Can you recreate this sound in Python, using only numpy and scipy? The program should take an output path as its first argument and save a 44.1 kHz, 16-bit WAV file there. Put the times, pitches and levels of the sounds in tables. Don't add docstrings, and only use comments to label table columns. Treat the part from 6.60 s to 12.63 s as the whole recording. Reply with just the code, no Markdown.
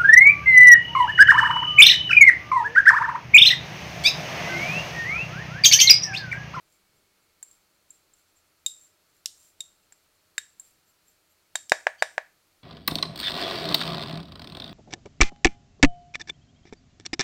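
import sys
import numpy as np
from scipy import signal
from scipy.fft import rfft, irfft
from scipy.io import wavfile

SR = 44100
rng = np.random.default_rng(int(sys.argv[2]) if len(sys.argv) > 2 else 0)


def unload_wav(signal):
    wavfile.write(
        sys.argv[1],
        SR,
        np.round(np.clip(np.atleast_2d(signal).T, -1, 1) * 32767).astype(np.int16),
    )


N = 265923
TIME = np.arange(N) / SR

# start in seconds, high ring in dB, click in dB.
GRAZES = [(0.8279, -29.5, -23.5), (0.912, -47.5, -41), (1.3050, -37, -46), (1.5360, -49, -43),
          (3.3231, -43, -25), (3.9972, -31.5, -31)]
# start in seconds, then click, low ring, high ring and
# sieve knock in dB, then the pitch in Hz below which the sieve hardly sounds.
CLINKS = [ (2.0623, -1.5, -12.5, -15, -60, 1410), (2.6585, 5, -55, -30, -30, 2100),
          (3.0053, -7.5, -20.5, -25, -46.5, 1500), (3.7804, 2, -19, -20.5, -10, 1485),
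          (4.955, 5, -16.5, -17.5, -14, 700), (5.096, -3.5, -40.5, -39, -40, 1600), ]
# start in seconds, sieve knock in dB,
# click in dB, the pitch in Hz below which the sieve hardly sounds.
KNOCKS = [(5.1196, 2, 8.5, 330), (5.2687, -1.5, -1, 470), (5.4237, -1, 7, 450), (5.5802, -6.5, -5.5, 480)]
# pitch in Hz, level in dB, seconds to fade by 60 dB
DISH_TONES = [(3743, -3, 0.033, 0), (7448, 5.5, 0.019, 1), (6900, -15.5, 0.039, 1), (7740, -42.5, .4, 1),
              (11170, -21.5, .025, 0), (12240, -22, 0.036, 2), (14800, -27, .025, 2)]
# pitch in Hz, level in dB, t60 in seconds.
SIEVE_TONES = [(410, -15.5, 0.0043), (688, -11.5, 0.019), (783, -11.5, 0.017), (936, -14.5, 0.018),
               (1106, -16.5, 0.02), (1503, -21, 0.025), (1669, -3, 0.013), (1877, -9, 0.0072),
               (2210, -21.5, 0.013), (2850, -19, 0.0027), (635, -41, 0.13), (1750, -44, 0.35)]
# frequency in Hz, gain in dB.
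CLICK_COLOUR = [(300, -42), (1500, -33.5), (2100, -15.5), (2700, -5), (4000, -3.5), (5500, -2), (6700, -4),
                (8300, -2.5), (10000, -11.5), (13000, -10), (16000, -21)]
CHATTER_COLOUR = [(1000, -43.5), (5000, -33), (6600, -13), (8000, -3), (9300, -9.5), (11000, -13),
                  (16000, -27)]
POWDER_COLOUR = [(500, -30), (2500, -11), (5000, -7.5), (6500, -7.5), (8500, -2.5), (11000, -6.5),
                 (13500, -13), (16000, -7.5)]
# middle in seconds, length of the main part in seconds, high ring in dB.
FIRM_STROKES = [(0.137, .12, -74), (0.916, 0.15, -76), (1.342, .12, -74), (1.593, 0.11, -75),
                (1.781, .057, -67), (2.23, .15, -60.5), (2.57, .1, -76), (2.841, .18, -64),
                (4.064, 0.16, -77), (4.295, 0.072, -74), (4.497, .1, -69), (4.713, 0.049, -74)]
# start in seconds, length in seconds, gain in dB.
THUDS = [(0.102, 0.54, -74), (3.777, 0.013, -57), (4.004, 0.27, -78), (5.113, 0.011, -51)]
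# band's bottom and top in Hz, early echo in dB, tail in dB,
# tail's t60 in seconds.
ECHO_BANDS = [(153, 2000, -16.5, -25.5, 0.3), (964, 3900, -21, -24, 0.33), (3020, 5050, -10.5, -16, 0.29),
              (6100, 9600, -11.5, -13, 0.37), (10400, 48000, -10, -16, .35)]
# frequency in Hz, gain in dB.
HISS_COLOUR = [(12, -37.5), (20, -3), (86, -9.5), (198, -4.5), (228, -12.5), (328, -3.5), (357, -6),
               (1330, -12), (1960, -11), (2260, -10), (3340, -13), (7310, -14.5), (8890, -15.5),
               (14700, -16.5), (16000, -22)]
# centre in Hz, width in Hz, level in dB.
DRONE_BANDS = [(84.5, 12, -84), (614, 14, -86.5), (1320, 220, -79.5), (4307, 460, -78.5)]


def blows(walls=3, lead_s=.004, dish_to_walls_db=-3, sieve_to_walls_db=-1):
    out = np.zeros((1 + walls, N))
    t = np.maximum(TIME[:2 ** 14] - lead_s, 0)
    for s, knock_db, lowest_hz, click_db, click_hz, low_db, high_db, chatter_db, room_db in blow_list():
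        sieve = undb(knock_db) * sieve_knock(t, lowest_hz)
        dish = dish_ring(t, low_db, high_db)
        add(out[0], s - lead_s, sieve + dish + contact(t, click_db, click_hz, chatter_db))
        shielded = undb(sieve_to_walls_db) * sieve + undb(dish_to_walls_db) * dish
        for wall in out[1:]:
            add(wall, s - lead_s, undb(room_db) * (shielded + contact(t, click_db, click_hz, chatter_db)))
    return out


def blow_list():
    kinds = (graze, GRAZES), (clink, CLINKS), (square_knock, KNOCKS)
    return [(s, *settings(*row)) for settings, table in kinds for s, *row in table]


def graze(high_db, click_db, lowest_hz=704, click_hz=9000, room_db=3.5):
    knock_db = click_db - 20
    low_db, chatter_db = high_db - 27, high_db + 20.5
    return knock_db, lowest_hz, click_db, click_hz, low_db, high_db, chatter_db, room_db


def clink(click_db, low_db, high_db, knock_db, lowest_hz):
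    squareness_db = knock_db - click_db
    click_hz = 8400 - 100 * squareness_db
    room_db = -3.5 - 0.1115 * squareness_db
    chatter_db = high_db + 16.5
    return knock_db, lowest_hz, click_db, click_hz, low_db, high_db, chatter_db, room_db


def square_knock(knock_db, click_db, lowest_hz, room_db=0.4):
    click_hz = 6800 + 171 * click_db
    low_db, high_db = -34 + 2 * click_db, -44 + 2 * click_db
    chatter_db = high_db + 19
    return knock_db, lowest_hz, click_db, click_hz, low_db, high_db, chatter_db, room_db


def dish_ring(t, low_db, high_db, rise_s=0.00088, detune=0.0015):
    strength = undb([low_db, high_db, high_db])
    ring = 0
    for hz, db, t60, group in DISH_TONES:
        pitch = hz * (1 + detune * rng.standard_normal())
        ring += strength[round(group)] * undb(db) * np.sin(2 * np.pi * pitch * t) * fade(t, t60)
    return ring * (1 - np.exp(-t / rise_s))


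def sieve_knock(t, lowest_hz, top_hz=2900, slope=10, rise_s=.00015):
    ring = sum(undb(db) * np.cos(2 * np.pi * hz * t) * fade(t, t60) for hz, db, t60 in SIEVE_TONES)
    ring *= 1 - np.exp(-t / rise_s)
    hz = np.arange(len(t) // 2 + 1) * SR / len(t) + 1
    push = 1 / np.sqrt((1 + (lowest_hz / hz) ** slope) * (1 + (hz / top_hz) ** slope))
    fade_out = 1 - (t / t[-1]) ** 2
    return irfft(rfft(ring) * push, len(t)) * fade_out


def contact(t, click_db, click_hz, chatter_db):
    click = colour(burst(t, t60=0.014, rise_s=.0001), CLICK_COLOUR)
    chatter = colour(burst(t, t60=0.02, rise_s=0.00067), CHATTER_COLOUR)
    return undb(click_db) * cut(click, click_hz, "lowpass") + undb(chatter_db) * chatter


def handle_snap(start_s=2.6584, level_db=-4.5, pitch_hz=6200, width_hz=2000):
    out = np.zeros(N)
    snap = burst(TIME[:SR], t60=0.0041, rise_s=.0001)
    for _ in range(2):
        snap = resonate(snap, pitch_hz, width_hz)
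    add(out, start_s, undb(level_db) * snap / np.sqrt(np.sum(snap ** 2)))
    return out


def fingertip(grain_db=3, high_width_hz=130, top_width_hz=260):
    out = np.zeros(N)
    high_hz, top_hz = DISH_TONES[1][0], DISH_TONES[5][0]
    for middle_s, length_s, high_db, top_db in stroke_list():
        hiss_db = -91.5 + 157 * length_s
        n = int(length_s * SR * 1.4)
        slips = rng.standard_normal(n) * undb(grain_db * rng.exponential(size=n))
        sing = undb(high_db) * unit(resonate(slips, high_hz, high_width_hz))
        sing += undb(top_db) * unit(resonate(slips, top_hz, top_width_hz))
        hiss = undb(hiss_db) * unit(colour(slips, POWDER_COLOUR))
        add(out, middle_s - n / SR / 2, np.hanning(n) * (sing + hiss))
    return out


def stroke_list(start_s=.37, end_s=4.5, wipes_per_s=3.8, scatter_s=0.024,
                wipe_s=0.054, wipe_high_db=-78, wipe_top_db=-92):
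    firm = [(s, length_s, high_db, -85.5 + 2.9 * s) for s, length_s, high_db in FIRM_STROKES]
    beats = np.arange(start_s, end_s, 1 / wipes_per_s)
    light = [(s + scatter_s * rng.standard_normal(), wipe_s, wipe_high_db, wipe_top_db) for s in beats]
    return firm + light


def squeak(start_s=5.374, length_s=0.048, pitch_hz=1540, width_hz=130):
    out, n = np.zeros(N), int(length_s * SR)
    tone = sum(undb(db) * unit(resonate(rng.standard_normal(n), harmonic * pitch_hz, width_hz))
               for harmonic, db in [(2, -60), (3, -56.5), (4, -66)])
    add(out, start_s, np.hanning(n) * tone)
    return out


def thuds(top_hz=260):
    out = np.zeros(N)
    for start_s, length_s, db in THUDS:
        n = int(length_s * SR)
        rumble = unit(cut(rng.standard_normal(n), top_hz, "lowpass", order=1))
        add(out, start_s, undb(db) * np.hanning(n) * rumble)
    return cut(out, hz=700, kind="lowpass")


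def kitchen_echo(x, early_t60=0.11, early_rise_s=0.0028, tail_rise_s=0.019):
    t, echo = TIME[:SR], 0
    for bottom_hz, top_hz, early_db, tail_db, t60 in ECHO_BANDS:
        early = undb(early_db) * burst(t, early_t60, early_rise_s)
        tail = undb(tail_db) * burst(t, t60, tail_rise_s)
        band = cut(early + tail, bottom_hz, "highpass", order=4)
        echo += cut(band, top_hz, "lowpass", order=4)
    return signal.fftconvolve(x, echo)[:N]


def whine(settled_hz=2150, sag_hz=210, sag_s=0.32, waver_hz=22,
          level_db=-76, fade_db_per_s=9, rise_s=.12, release_s=0.28, end_s=1.1):
    waver = waver_hz * unit(cut(rng.standard_normal(N), 40, "lowpass"))
    pitch = settled_hz + sag_hz * np.exp(-TIME / sag_s) + waver
    swell = np.clip(np.minimum(TIME / rise_s, (end_s - TIME) / release_s), 0, 1)
    return swell * undb(level_db - fade_db_per_s * TIME) * np.sin(2 * np.pi * np.cumsum(pitch) / SR)


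def room_tone(hiss_db=-68.5):
    hiss = undb(hiss_db) * unit(colour(rng.standard_normal(N), HISS_COLOUR))
    drone = sum(undb(db) * unit(resonate(rng.standard_normal(N), hz, width_hz))
                for hz, width_hz, db in DRONE_BANDS)
    return hiss + drone


def undb(db):
    return 10 ** (np.asarray(db) / 20)


def unit(x):
    return x / np.sqrt(np.mean(x ** 2))


def add(track, s, sound):
    i = max(int(s * SR), 0)
    track[i:i + len(sound)] += sound[:len(track) - i]


def colour(x, points, size=4096):
    hz, db = np.transpose(points)
    bins = np.maximum(np.arange(size // 2 + 1) * SR / size, 1)
    gain = undb(np.interp(np.log(bins), np.log(hz), db))
    cepstrum = irfft(np.log(gain))
    cepstrum[1:size // 2] *= 2
    cepstrum[size // 2 + 1:] = 0
    response = irfft(np.exp(rfft(cepstrum)))
    return signal.fftconvolve(x, response)[:len(x)]


def cut(x, hz, kind, order=2):
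    return signal.sosfilt(signal.butter(order, min(hz, 0.45 * SR), kind, fs=SR, output="sos"), x)


def resonate(x, hz, width_hz):
    return signal.lfilter(*signal.iirpeak(hz, hz / width_hz, fs=SR), x)


def fade(t, t60):
    return np.exp(-np.log(1000) * t / t60)


def burst(t, t60, rise_s):
    noise = rng.standard_normal(len(t)) * fade(t, t60) * (1 - np.exp(-t / rise_s))
    return noise / np.sqrt(np.sum(noise ** 2))


def scene(snap_to_walls_db=-8):
    direct, *to_walls = blows()
    rubbing, snap = fingertip() + squeak(), handle_snap()
    echo = sum(kitchen_echo(sound + rubbing + undb(snap_to_walls_db) * snap) for sound in to_walls)
    echo /= np.sqrt(len(to_walls))
    return (direct + rubbing + snap + thuds() + echo + whine() + room_tone())[None]


def record(dry, top_hz=16000):
    return signal.sosfilt(signal.ellip(10, .2, 70, top_hz, fs=SR, output="sos"), dry)


dry = scene()
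out = record(dry)
unload_wav(out)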